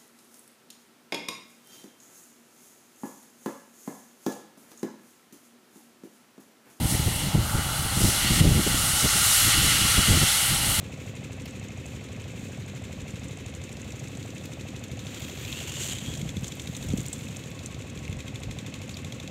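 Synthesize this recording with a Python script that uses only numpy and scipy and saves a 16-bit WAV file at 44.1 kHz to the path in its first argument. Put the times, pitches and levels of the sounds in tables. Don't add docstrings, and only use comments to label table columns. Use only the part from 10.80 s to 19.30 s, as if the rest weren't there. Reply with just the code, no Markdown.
import sys
import numpy as np
from scipy import signal
from scipy.fft import rfft, irfft, next_fast_len
from scipy.io import wavfile
from scipy.ndimage import uniform_filter1d

SR = 44100
rng = np.random.default_rng(int(sys.argv[2]) if len(sys.argv) > 2 else 0)


def store_wav(level_fs):
    pcm = np.round(np.clip(np.atleast_2d(level_fs), -1, 1) * 32767)
    wavfile.write(sys.argv[1], SR, pcm.T.astype(np.int16))


N = 374850
TIME = np.arange(N) / SR


# delay/s, centre f/Hz, width/octaves, peak level/dB, sign (1 push, -1 suction)
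PUMP_PULSES = [(.0032, 124.7, 1.5, -35.5, 1), (.0205, 321, 1.25, -40, -1), (.0425, 198, 1.5, -38, 1),
               (.062, 507, .9, -46, 1)]
def pump():
    times = firings(first_s=-.0114, rate_hz=13.081, shift_s=6.49, later_hz=13.057)
    return knock(times - .0025) + valve_gear(times) + chug(times, PUMP_PULSES, uneven_db=1.5, jitter_s=.00027)


# f/Hz, spectral level/dB
CRACK_SPECTRUM = [(1000, -3), (1800, -15), (2350, -1), (2850, 0), (3800, 8), (4900, -1), (7000, 6.5),
                  (8800, -8), (13000, -11.5), (16000, -30)]
# f/Hz, level/dB
BLOCK_MODES = [(2200, -13.5), (2420, -13.5), (3400, -6), (3690, -11.5), (4150, -15.5), (6300, -13.5),
               (7450, -13.5), (9500, -24), (11500, -24), (13400, -28)]
# f/Hz, level/dB
CYLINDER_MODES = [(2150, -50.5), (2410, -49.5), (2600, -50)]
# t/s, crack gain/dB, block gain/dB, cylinder gain/dB
KNOCK_GAINS = [(0, -50, -50, 1.5), (2, -47, -56, 0.5), (3.1, -42.5, -51, -2), (3.6, -42.5, -43, -6),
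               (4.3, -39.5, -34.5, -7), (5.35, -38, -30, -3), (5.5, -38, -29.5, -3),
               (5.8, -36.5, -30.5, -6), (5.88, -39, -34, -1), (6.5, -42.5, -39, 0), (7.05, -43, -41, -3),
               (7.33, -42, -35, 9), (7.47, -41, -30.5, 4), (7.78, -36.5, -35.5, 5), (8.1, -37, -36.5, 4),
               (8.3, -37.5, -30.5, -5), (8.5, -42, -34, 2)]
def knock(times):
    spike = bursts(times, rise_s=.0014, decay_s=.0023, uneven_db=1.1)
    tail = bursts(times + .0025, rise_s=.0027, decay_s=.034, uneven_db=.89)
    crack = .81 * noise(CRACK_SPECTRUM) * (spike + .17 * tail)
    block = clang(times, BLOCK_MODES, rise_s=.0009, decay_s=.0022, uneven_db=1.5, spread_hz=71)
    cylinder = clang(times, CYLINDER_MODES, rise_s=.001, decay_s=.0038, uneven_db=1, spread_hz=23)
    return gain(KNOCK_GAINS, 1) * crack + gain(KNOCK_GAINS, 2) * block + gain(KNOCK_GAINS, 3) * cylinder


# f/Hz, level/dB
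VALVE_MODES = [(2130, -49.5), (2380, -58), (2610, -46.5), (3050, -55.5)]
# delay/s, gain/dB
VALVE_IMPACTS = [(-.0215, -5), (-.0175, 0), (.019, -8)]
def valve_gear(times):
    out = from_db(-66.5) * narrow_noise(2560, width_hz=51)
    for delay, db in VALVE_IMPACTS:
        clink = clang(times + delay, VALVE_MODES, rise_s=.0013, decay_s=.0033, uneven_db=1.5, spread_hz=28)
        out += from_db(db) * clink
    return out


# t/s, level/dB
TICK_LEVEL = [(0, -51), (.7, -43.5), (1.6, -49), (2.25, -44.5), (2.9, -40), (3.7, -46), (6, -44.5),
              (7.1, -46.5), (7.6, -48), (8.5, -47)]
def belt(first_s=.0851, rate_hz=11.261):
    ticks = bursts(np.arange(first_s, N / SR, 1 / rate_hz), rise_s=.0013, decay_s=.0019, uneven_db=1.05)
    return gain(TICK_LEVEL) * ticks * band_noise(7120, octaves=.37)


# delay/s, centre f/Hz, width/octaves, peak level/dB, sign (1 push, -1 suction)
SECOND_PULSES = [(-.0171, 230, 0.84, -38.5, 1), (0.014, 350, 1.1, -41.5, 1), (0.021, 122, 0.55, -35.5, 1),
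                 (0.039, 240, 1.3, -41, -1), (0.048, 265, 1.1, -47.5, 1)]
# t/s, lateness of the firings/s
HUNTING = [(0, -0.00074), (.9, -0.0026), (2.1, 0.0012), (3, -0.0013), (4.35, 0.00059), (5.8, -.0007),
           (7.1, -0.00076), (8.5, 0.0013)]
# t/s, bark gain/dB, boom level/dB
CARRY = [(0, 0, -54), (2.4, -0.5, -53), (3.6, .5, -41.5), (5.2, 0, -43), (6.6, -2.5, -49), (8.5, -.5, -52)]
def second_engine():
    times = firings(first_s=.0178, rate_hz=12.516, shift_s=5.77, later_hz=12.54)
    times += np.interp(times, *np.transpose(HUNTING))
    thuds = chug(times, SECOND_PULSES, uneven_db=1, jitter_s=.00005)
    barks = gain(CARRY, 1) * bark(times)
    boom = clang(times + .035, [(315, 0)], rise_s=.0055, decay_s=.0074, uneven_db=1, spread_hz=7.7)
    return thuds + barks + gain(CARRY, 2) * boom + pipe_ring(times) + exhaust_hiss(times) + whine(times)


# delay/s, duration/s, start f/Hz, end f/Hz, peak level/dB
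BARK_SWEEPS = [(-.0042, 0.01455, 431, 960, -44), (.0095, .009, 420, 700, -50.5),
               (.0347, .0125, 350, 600, -46)]
def bark(times, uneven_db=1.3, uneven_pitch=.037):
    out = np.zeros(N)
    for delay, length_s, start_hz, end_hz, db in BARK_SWEEPS:
        progress = np.linspace(0, 1, int(length_s * SR))
        shape = progress * (1 - progress) ** 2
        for s, (strength, bend) in zip(times, rng.standard_normal((len(times), 2))):
            hz = start_hz + (end_hz * (1 + uneven_pitch * bend) - start_hz) * progress
            sweep = np.sin(2 * np.pi * np.cumsum(hz) / SR)
            add(out, s + delay, from_db(db + uneven_db * strength) * sweep * shape / shape.max())
    return out


# delay/s, f/Hz, decay time/s, level/dB
PIPE_MODES = [(.04, 266, 0.03, -47.5), (.04, 388, 0.042, -59), (0.034, 498, 0.025, -59),
              (.04, 526, 0.034, -52.5), (.04, 530, 0.044, -64), (.003, 776, 0.022, -60),
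              (.0046, 870, 0.036, -68), (0.0038, 1100, .038, -70), (0, 990, 0.043, -62),
              (-0.0021, 1115, 0.014, -56.5), (.00067, 1289, 0.051, -65)]
def pipe_ring(times):
    age, out = TIME[:SR // 5], np.zeros(N)
    for delay, hz, decay_s, db in PIPE_MODES:
        ring = from_db(db) * np.sin(2 * np.pi * hz * age) * np.exp(-age / decay_s)
        for s in times:
            add(out, s + delay, ring)
    return out


# f/Hz, spectral level/dB
HISS_SPECTRUM = [(700, -5.5), (1500, -2.5), (2600, 3), (3700, -2), (4900, -10), (7000, 1), (10000, -15.5),
                 (13500, -17), (15600, -26)]
# t/s, level/dB
EXHAUST_LEVEL = [(0, -47.5), (.6, -48.5), (2.1, -47.5), (3.3, -49), (7, -47.5), (8.5, -48)]
def exhaust_hiss(times):
    strokes = bursts(times + .02, rise_s=.0029, decay_s=.019, uneven_db=1.2)
    return gain(EXHAUST_LEVEL) * noise(HISS_SPECTRUM) * strokes


def whine(times, hz=1096, db=-55, start_s=6.24, fade_s=.61):
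    throb = clang(times + .015, [(hz, 0)], rise_s=.0076, decay_s=.014, uneven_db=.8, spread_hz=8.5)
    fade = np.clip((TIME - start_s) / fade_s, 0, 1)
    return from_db(db) * fade * (throb + .17 * narrow_noise(hz, width_hz=35))


# f/Hz, spectral level/dB
CLOTH_SPECTRUM = [(470, -4.5), (850, -7.5), (1750, -3), (2500, 0), (3300, 4), (5200, -8.5), (7100, 4.5),
                  (10000, -14), (13300, -12), (15600, -21)]
# middle t/s, peak gain/dB, half duration/s, treble gain/dB, further gain at the very top/dB
STROKES = [(0.256, -53, .07, 3, 6), (1.109, -54.5, 0.066, 6, 0), (1.632, -57, .13, 8, 3),
           (3.447, -57, 0.49, 3.5, 5), (4.422, -39.5, 0.13, -4.5, 9), (4.277, -47, 0.093, -7, 1),
           (4.647, -40.5, 0.1, -7.5, 15), (4.844, -35, 0.15, -1, 3), (5.042, -35, 0.069, 6, -6),
           (5.13, -38, 0.026, 3, -3), (5.27, -41, 0.17, 2, -2), (5.665, -40.5, 0.023, 2, -1),
           (6.11, -46, 0.55, 2, 1)]
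# t/s, f/Hz, level/dB
WEAVE_SCRAPE = [(4.55, 2450, -75), (4.68, 2560, -47.5), (4.79, 2800, -45), (4.89, 2824, -49),
                (4.97, 2957, -44.5), (5.08, 3040, -50), (5.135, 3100, -44), (5.19, 3150, -54),
                (5.3, 3290, -47), (5.45, 3465, -73)]
def cloth(grain_db=2.5):
    grain = from_db(grain_db * flicker(samples=200))
    low, treble = split(noise(CLOTH_SPECTRUM), 5100)
    high, top = split(treble, 13300)
    rub = sum(swell(s, db, half_s) * (low + from_db(treble_db) * (high + from_db(top_db) * top))
              for s, db, half_s, treble_db, top_db in STROKES)
    scrape = gain(WEAVE_SCRAPE, 2) * narrow_noise(curve(WEAVE_SCRAPE, 1), width_hz=380)
    return grain * (.6 * rub + scrape)


# middle t/s, peak level/dB, half duration/s
GRIP_SWELLS = [(1.6, -39.5, 0.052), (2.28, -41, .12), (5.44, -38, 0.28), (6.12, -32, 0.093),
               (7.32, -39, 0.077), (7.68, -38.5, .086)]
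# t/s, centre f/Hz, peak level/dB
HAND_BUMPS = [(2.3413, 123, -25), (5.284, 170, -28.5), (5.43, 160, -21.5), (5.462, 115, -23.5),
              (5.5697, 194, -24), (5.58, 120, -21), (5.635, 129, -27.5), (5.899, 138, -23),
              (6.138, 245, -18), (6.1425, 194, -17), (6.186, 209, -22.5), (6.201, 111, -23),
              (7.2987, 114, -22)]
def hand():
    grip_power = sum(swell(*row) ** 2 for row in GRIP_SWELLS)
    out = np.sqrt(grip_power) * band_noise(79, octaves=2.1)
    for s, hz, db in HAND_BUMPS:
        pulse, lead_s = thud(hz, octaves=1.14)
        add(out, s - lead_s, -from_db(db) * pulse)
    return out


# t/s, level/dB, decay time/s, f/Hz, relative level of the broadband splinter/dB
SNAPS = [(.655, -39, .006, 2700, -9), (.657, -43, .006, 4900, -3), (1.058, -43, 0.0029, 7000, -10),
         (3.6105, -44, 0.0024, 3400, -12), (3.6542, -44, .004, 3620, 1),
         (4.039, -51, 0.0059, 12600, -16), (4.397, -44, .003, 13000, -3),
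         (4.7267, -31.5, 0.004, 3500, -17), (5.07, -36, .002, 13700, -6),
         (5.374, -31.5, 0.0025, 6030, -10), (5.609, -41, .0027, 6900, -6),
         (5.637, -37, .003, 6900, -8), (5.679, -31.5, 0.0053, 6500, -13),
         (5.818, -37, 0.0033, 7160, -13), (5.966, -32.5, 0.0041, 7040, -6),
         (6.068, -47, .0015, 13000, -3), (6.086, -35, .0048, 7060, -14),
         (6.134, -35, 0.0017, 7260, -11), (6.177, -41, .0058, 3200, -4),
         (6.174, -35.5, 0.0075, 6960, -8), (6.205, -34, 0.0018, 7250, -11),
         (6.229, -38, .002, 7600, -7), (6.262, -34, 0.0033, 7200, -4),
         (6.2838, -31, 0.0016, 7650, -10), (6.329, -30, 0.0077, 7400, -11),
         (6.382, -39, 0.0013, 7870, -9), (6.444, -43, .003, 7500, -8),
         (6.568, -32.5, 0.0026, 7160, -17), (6.8603, -29.5, 0.0027, 7140, -21),
         (6.868, -43, .003, 3300, -16), (7.279, -37.5, 0.0033, 2280, -12),
         (8.142, -39, 0.0053, 4300, -16)]
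def crackles(fine_count=22, fine_s=6.1, spread_s=.27):
    age, out = TIME[:SR // 10], np.zeros(N)
    fine_snaps = [(s, -47, .00099, 12130, 0) for s in rng.normal(fine_s, spread_s, fine_count)]
    for s, db, decay_s, hz, splinter_db in SNAPS + fine_snaps:
        ring = band_noise(hz, octaves=.44, samples=len(age))
        splinter = from_db(splinter_db) * band_noise(7600, octaves=3.8, samples=len(age))
        add(out, s, from_db(db) * (ring + splinter) * np.exp(-age / decay_s))
    return out


# delay/s, centre f/Hz, width/octaves, peak level/dB, sign (1 push)
THIRD_PULSES = [(0, 110, 1.15, -36.5, 1), (.01, 168, 0.93, -45.5, 1)]
FOURTH_PULSES = [(0, 118, 0.95, -39, 1), (-0.012, 260, 0.94, -54.5, 1)]
def far_engines():
    third = firings(first_s=.009, rate_hz=17.987, shift_s=2.62, later_hz=18.021)
    fourth = firings(first_s=-.0278, rate_hz=12.004, shift_s=2.64, later_hz=12.02)
    return (chug(third, THIRD_PULSES, uneven_db=1, jitter_s=.00042)
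            + chug(fourth, FOURTH_PULSES, uneven_db=2.5, jitter_s=.00031))


# f/Hz, spectral level/dB
DRONE_SPECTRUM = [(25, -44), (37, -36), (61, -3.5), (92, 1.5), (150, -5.2), (230, -3.5), (330, -18),
                  (520, -16), (700, -27.5), (900, -28), (1300, -62)]
WASH_SPECTRUM = [(470, -42), (800, -4), (851, -7.5), (1110, -2), (1190, -4.5), (1470, -3), (2420, 1),
                 (2610, 1.5), (2850, -2), (3700, -2), (4920, -12), (7060, -5), (10000, -22.5), (13600, -22),
                 (15600, -30)]
def field(drone_db=-42, wash_db=-51, flutter_db=1.5, tick_db=-55, ticks_per_s=14):
    tick_times = rng.uniform(0, N / SR, int(ticks_per_s * N / SR))
    ticks = bursts(tick_times, rise_s=.00019, decay_s=.002, uneven_db=3.4)
    leaves = from_db(tick_db) * ticks * band_noise(7600, octaves=.59)
    low, high = split(noise(WASH_SPECTRUM), 4900)
    wash = low + high * from_db(flutter_db * flicker(samples=2400) - .86)
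    return from_db(drone_db) * noise(DRONE_SPECTRUM) + from_db(wash_db) * wash + leaves


def firings(first_s, rate_hz, shift_s, later_hz):
    steady = first_s + np.arange(int(rate_hz * N / SR) + 2) / rate_hz
    return np.where(steady < shift_s, steady, shift_s + (steady - shift_s) * rate_hz / later_hz)


def chug(times, pulses, uneven_db, jitter_s):
    out = np.zeros(N)
    for delay, hz, octaves, db, sign in pulses:
        pulse, lead_s = thud(hz, octaves)
        for s, (strength, slip) in zip(times, rng.standard_normal((len(times), 2))):
            add(out, s + delay - lead_s + jitter_s * slip, sign * from_db(db + uneven_db * strength) * pulse)
    return out


def thud(hz, octaves):
    rounding = signal.butter(2, np.clip(1.75 * hz, 20, SR / 4), fs=SR, output="sos")
    pulse = -signal.sosfilt(rounding, band(signal.unit_impulse(SR // 10), hz, octaves))
    return pulse / pulse.max(), np.argmax(pulse) / SR


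def clang(times, modes, rise_s, decay_s, uneven_db, spread_hz):
    age, out = TIME[:SR // 25], np.zeros(N)
    shape = envelope(age, rise_s, decay_s)
    hz, db = np.transpose(modes)
    for s, (strength, detune, phase) in zip(times, rng.standard_normal((len(times), 3, len(hz)))):
        partials = np.sin(2 * np.pi * (np.outer(hz + spread_hz * detune, age) + phase[:, None]))
        add(out, s, from_db(db + uneven_db * strength) @ partials * shape)
    return out


def bursts(times, rise_s, decay_s, uneven_db):
    shape, out = envelope(TIME[:SR // 10], rise_s, decay_s), np.zeros(N)
    for s, db in zip(times, rng.normal(0, uneven_db, len(times))):
        add(out, s, from_db(db) * shape)
    return out


def envelope(age, rise_s, decay_s):
    shape = (1 - np.exp(-age / rise_s)) ** 2 * np.exp(-age / decay_s)
    return shape / shape.max()


def swell(s, db, half_s):
    return from_db(db) * np.exp(-((TIME - s) / half_s) ** 2)


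def noise(spectrum):
    size = next_fast_len(N)
    bins_hz = np.maximum(np.fft.rfftfreq(size, 1 / SR), 1)
    hz, db = np.transpose(spectrum)
    colour = from_db(np.interp(np.log(bins_hz), np.log(hz), db))
    return rms_one(irfft(rfft(rng.standard_normal(size)) * colour, size)[:N])


def narrow_noise(hz, width_hz):
    pole = np.exp(-np.pi * width_hz / SR)
    slow = signal.lfilter([1], [1, -2 * pole, pole * pole], rng.standard_normal((2, N)))
    phase = 2 * np.pi * np.cumsum(hz + np.zeros(N)) / SR
    return rms_one(slow[0] * np.cos(phase) + slow[1] * np.sin(phase))


def band_noise(hz, octaves, samples=N):
    return rms_one(band(rng.standard_normal(samples), hz, octaves))


def flicker(samples):
    return rms_one(uniform_filter1d(rng.standard_normal(N), size=samples))


def band(x, hz, octaves):
    edges = np.clip([hz / 2 ** (octaves / 2), hz * 2 ** (octaves / 2)], 10, SR / 2 - 100)
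    return signal.sosfilt(signal.butter(2, edges, "band", fs=SR, output="sos"), x)


def split(x, hz):
    low = signal.sosfiltfilt(signal.butter(2, hz, fs=SR, output="sos"), x)
    return low, x - low


def add(out, s, sound):
    at = int(round(s * SR))
    first, last = max(at, 0), min(at + len(sound), N)
    if last > first:
        out[first:last] += sound[first - at:last - at]


def curve(rows, column):
    rows = np.array(rows)
    return np.interp(TIME, rows[:, 0], rows[:, column])


def gain(rows, column=1):
    return from_db(curve(rows, column))


def from_db(db):
    return 10 ** (np.asarray(db) / 20)


def rms_one(x):
    return x / np.sqrt(np.mean(x ** 2) + 1e-20)


def scene():
    return (pump() + belt() + second_engine() + cloth() + hand() + crackles() + far_engines() + field())[None]


def record(dry, bass_hz=36, cutoff_hz=15600):
    _, thin = split(dry, bass_hz)
    return signal.sosfilt(signal.ellip(10, .1, 80, cutoff_hz, fs=SR, output="sos"), thin)


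dry = scene()
out = record(dry)
store_wav(out)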